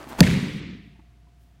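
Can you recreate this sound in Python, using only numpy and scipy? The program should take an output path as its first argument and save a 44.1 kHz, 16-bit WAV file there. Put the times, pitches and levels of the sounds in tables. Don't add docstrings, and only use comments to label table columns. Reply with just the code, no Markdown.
import sys
import numpy as np
from scipy import signal
from scipy.fft import rfft, irfft
from scipy.io import wavfile
from scipy.ndimage import uniform_filter1d

SR = 44100
rng = np.random.default_rng(int(sys.argv[2]) if len(sys.argv) > 2 else 0)


def natural_amplitude(level_db):
    exponent = np.asarray(level_db, float) / 20
    return 10 ** exponent


def materialize(psi):
    bounded = np.clip(np.atleast_2d(psi).T, -1, 1)
    quanta = np.round(bounded * 32767).astype(np.int16)
    wavfile.write(sys.argv[1], SR, quanta)


N = 70560


def read(points, hz):
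    f, value = np.transpose(points)
    return np.interp(np.log(hz + 1), np.log(f + 1), value)


def curve(points):
    return np.interp(np.arange(N) / SR, *np.transpose(points))


def evened(x):
    return x / np.sqrt(np.mean(x ** 2) + 1e-20)


def coloured(x, points):
    gain = natural_amplitude(read(points, np.fft.rfftfreq(len(x), 1 / SR)))
    return irfft(rfft(x) * gain, len(x))


def noise_burst(length, points):
    return evened(coloured(rng.standard_normal(length), points))


def add(mix, s, sound):
    part = mix[round(s * SR):][:len(sound)]
    part += sound[:len(part)]


def ring(hz, t60, rise):
    t = np.arange(SR // 3) / SR
    return np.minimum(t / rise, 1) * natural_amplitude(-60 * t / t60) * np.sin(2 * np.pi * hz * t)


def air():
    # pitch_hz [Hz], level_db [dB per Hz]
    wash = [(25, -46), (42, -22.5), (60, -5.5), (150, -9.5), (500, -29), (900, -30.5), (3220, -35),
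            (16000, -52)]
    # pitch_hz [Hz], level_db [dB rms]
    hum = [(59.2, -54.5), (120, -65), (296, -78.5), (683.7, -77.5), (710.6, -76)]
    t = np.arange(N) / SR
    out = natural_amplitude(-59.5) * noise_burst(N, wash)
    for hz, db in hum:
        waver = evened(uniform_filter1d(rng.standard_normal(N), size=4000))
        level = np.sqrt(2) * natural_amplitude(db + 0.5 * waver)
        out = out + level * np.sin(2 * np.pi * (hz * t + rng.random()))
    return out


def cloth():
    # pitch_hz [Hz], level_db [dB per Hz]
    shuffle = [(24, -42.5), (40, -17.5), (140, -6.5), (269, -3.5), (503, -14.5), (663, -6), (4800, -27.5),
               (8550, -32.5), (16000, -41)]
    # time_s [s], level_db [dB]
    shuffle_level = [(0, -43), (.02, -43), (.07, -46.5), (.118, -39), (.14, -42.5), (.178, -45.5),
                     (.184, -35), (.19, -26), (.202, -33)]
    # time_s [s], level_db [dB]
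    swish = [(0, -68), (.03, -77), (.078, -72), (.092, -48), (.13, -67), (.175, -64), (.19, -46), (.3, -70),
             (.578, -65), (.602, -85), (1.3, -95), (1.42, -72), (1.6, -89)]
    strength_db = 1.8 * np.repeat(rng.exponential(1, N // 40 + 1), 40)[:N]
    grains = rng.standard_normal(N) * natural_amplitude(strength_db)
    stop = np.exp(-np.maximum(np.arange(N) / SR - .203, 0) / 0.012)
    drag = natural_amplitude(1.5) * natural_amplitude(curve(shuffle_level)) * stop * evened(coloured(grains, shuffle))
    highpass = signal.butter(2, 3970, "high", fs=SR, output="sos")
    hiss = evened(signal.sosfilt(highpass, rng.standard_normal(N)))
    return drag + natural_amplitude(curve(swish)) * hiss


def touches():
    # start_s [s], level_db [dB], pitch_hz [Hz]
    limbs = [(.1885, -26, 480), (.1925, -23, 300), (.1972, -17, 200), (.004, -34, 300), (.03, -37, 280),
             (.068, -37, 290)]
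    # start_s [s], level_db [dB], pitch_hz [Hz]
    taps = [(0.954, -57.5, 880), (.99, -49.5, 886), (.99, -42, 300.4), (1.266, -56.5, 705),
            (1.27, -56, 292), (1.268, -58, 990)]
    # pitch_hz [Hz], level_db [dB per Hz]
    grit = [(100, -17), (300, -4), (1200, 7), (3000, -15), (6000, -24)]
    grit_db, grit_s = -14, .005
    out = np.zeros(N)
    t = np.arange(1500) / SR
    for s, db, hz in limbs:
        add(out, s, natural_amplitude(db) * ring(hz, .035, .001))
    grit_shape = t / grit_s * np.exp(-t / grit_s)
    for s, db, hz in taps:
        knock = ring(hz, 0.056, 0.0046) + 0.17 * ring(0.82 * hz, .04, .003)
        add(out, s, natural_amplitude(db) * knock)
        add(out, s, natural_amplitude(db + grit_db) * grit_shape * noise_burst(1500, grit))
    return out


def slap():
    # pitch_hz [Hz], level_db [dB per Hz]
    burst = [(400, -11.5), (600, -3), (1000, -13.5), (1500, -6.5), (2300, -6), (3200, -7), (4700, -6),
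             (16000, -20.5)]
    # start_s [s], level_db [dB against the slap]
    echoes = [(0.2278, -5.5), (.2325, -9.5), (.2368, -5.5), (.2455, -36), (.2525, -40), (.2647, -7.5),
              (.2690, -11), (.2745, -9.5), (.3011, -12), (.3110, -12.5), (.3320, -14), (.3385, -12),
              (0.383, -24), (0.427, -30)]
    # pitch_hz [Hz], level_db [dB]
    wall = [(400, -26.5), (1200, -18.5), (1900, 9), (3500, -10), (6000, -14), (16000, -32.5)]
    start_s, level_db = .2053, -7.5
    hold_s, fade_s = 0.0013, .0012
    spray_db, spray_s = -18, .006
    out = np.zeros(N)
    t = np.arange(800) / SR
    shape = np.exp(-np.maximum(t - hold_s, 0) / fade_s)
    spray = natural_amplitude(spray_db) * np.exp(-t / spray_s)
    add(out, start_s, natural_amplitude(level_db) * (shape + spray) * noise_burst(800, burst))
    soft_shape = shape * np.minimum(t / 0.0028, 1)
    for s, db in echoes:
        add(out, s, natural_amplitude(level_db + db) * soft_shape * noise_burst(800, wall))
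    return out


def thump():
    # pitch_hz [Hz], level_db [dB], t60_s [s to fall 60 dB]
    floor_modes = [(80, -16, 0.39), (120, -12.5, 0.055), (257, -12.5, 0.16), (488, -16.5, 0.038),
                   (615, -11.5, 0.082)]
    # start_s [s], level_db [dB], pitch_hz [Hz]
    echoes = [(0.2284, -8, 173.7), (0.246, -14, 151), (0.263, -18.5, 202), (.283, -8.5, 167.5),
              (.312, -13.5, 160), (0.329, -12, 147), (.360, -13.5, 194.2), (0.376, -16.5, 133),
              (.388, -27.5, 221.6), (.428, -16, 190.7), (0.466, -22, 149.7), (.478, -26, 224.8),
              (.51, -31.5, 80), (.545, -22.5, 156), (0.573, -26, 139), (0.611, -30, 186),
              (.645, -27, 158.2), (.675, -27, 181.3), (0.699, -29.5, 193), (.74, -36.5, 153),
              (0.254, -12.5, 89.6), (0.308, -26.5, 75.6)]
    start_s, level_db = .2072, 2.5
    rise_s, hold_s, t60_s = 0.0027, 0.0096, 0.05
    pitch_hz, stiff_hz, sag_s = 155.9, 124, .004
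    return_rise_s, return_t60_s = 0.004, 0.11
    out = np.zeros(N)
    t = np.arange(SR // 5) / SR
    turns = np.cumsum(pitch_hz + stiff_hz * np.exp(-t / sag_s)) / SR
    shape = np.minimum(t / rise_s, 1) * natural_amplitude(-60 * np.maximum(t - hold_s, 0) / t60_s)
    add(out, start_s, natural_amplitude(level_db) * shape * np.sin(2 * np.pi * turns))
    for hz, db, t60 in floor_modes:
        add(out, start_s, natural_amplitude(db) * ring(hz, t60, 0.006))
    for s, db, hz in echoes:
        low = ring(hz, return_t60_s, return_rise_s)
        high = 0.39 * ring(1.3 * hz, 0.21, return_rise_s)
        add(out, s, natural_amplitude(db) * (low + high))
    return out


def hall():
    # pitch_hz [Hz], t60_s [s to fall 60 dB]
    fading = [(50, 1.2), (150, 2.1), (450, .9), (750, 0.74), (2200, 1.4), (3800, 1.2), (8000, 0.8),
              (14000, .6)]
    # pitch_hz [Hz], level_db [dB per Hz]
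    dark = [(30, -31.5), (60, -20.5), (170, -11), (300, -15.5), (500, -22), (750, -38.5), (1100, -49.5),
            (3000, -90.5)]
    # pitch_hz [Hz], level_db [dB per Hz]
    bright = [(400, -61), (900, -33), (1600, -31.5), (1900, -25.5), (4000, -31.5), (5200, -38.5),
              (9000, -46), (16000, -62)]
    # time_s [s], level_db [dB]
    recovery = [(.2, -2.5), (.3, 0.5), (.5, 2.5), (.72, 4.5), (.82, 1.5), (1.1, -4.5), (1.6, -22)]
    start_s, rise_s, level_db, patch_db = 0.2104, .025, -34, 1.2
    gate_s, gate_fall_s, gate_hz, gate_db = 0.59, .025, 9600, -18
    frames, hz = N // 128 + 5, np.fft.rfftfreq(512, 1 / SR)
    a, b, patches = rng.standard_normal((frames, 257, 3)).T
    patches = uniform_filter1d(patches, size=8, axis=0)
    patches = evened(uniform_filter1d(patches, size=6, axis=1))
    z = (a + 1j * b) * natural_amplitude(patch_db * patches)
    t = np.maximum(np.arange(frames) * 128 / SR - .4, -.2)
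    gain = natural_amplitude(-60 * t / read(fading, hz)[:, None]) * (np.arange(frames) > 40)
    closing = np.clip((t + 0.396 - gate_s) / gate_fall_s, 0, 1)
    shut = closing / (1 + (gate_hz / (hz[:, None] + 1)) ** 6)
    gain = gain * natural_amplitude(gate_db * shut)
    steady = signal.istft(z, nperseg=512, noverlap=384)[1][:N]
    dying = signal.istft(z * gain, nperseg=512, noverlap=384)[1][:N]
    tail = (coloured(dying, dark) + coloured(dying, bright)) / np.std(coloured(steady, dark))
    swell = np.clip((np.arange(N) / SR - start_s) / rise_s, 0, 1)
    return natural_amplitude(level_db + curve(recovery)) * tail * swell


def scene():
    return (air() + cloth() + touches() + slap() + thump() + hall())[None]


def band_limit(x):
    return signal.sosfilt(signal.butter(12, 16640, fs=SR, output="sos"), x)


def record(dry):
    ceiling, knee = .71, 6
    clipped = dry / (1 + abs(dry / ceiling) ** knee) ** (1 / knee)
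    lowpass = signal.firwin(255, 16000, fs=SR)[None]
    finished = signal.oaconvolve(clipped, lowpass, "same")
    return band_limit(finished)


dry = scene()
out = record(dry)
materialize(out)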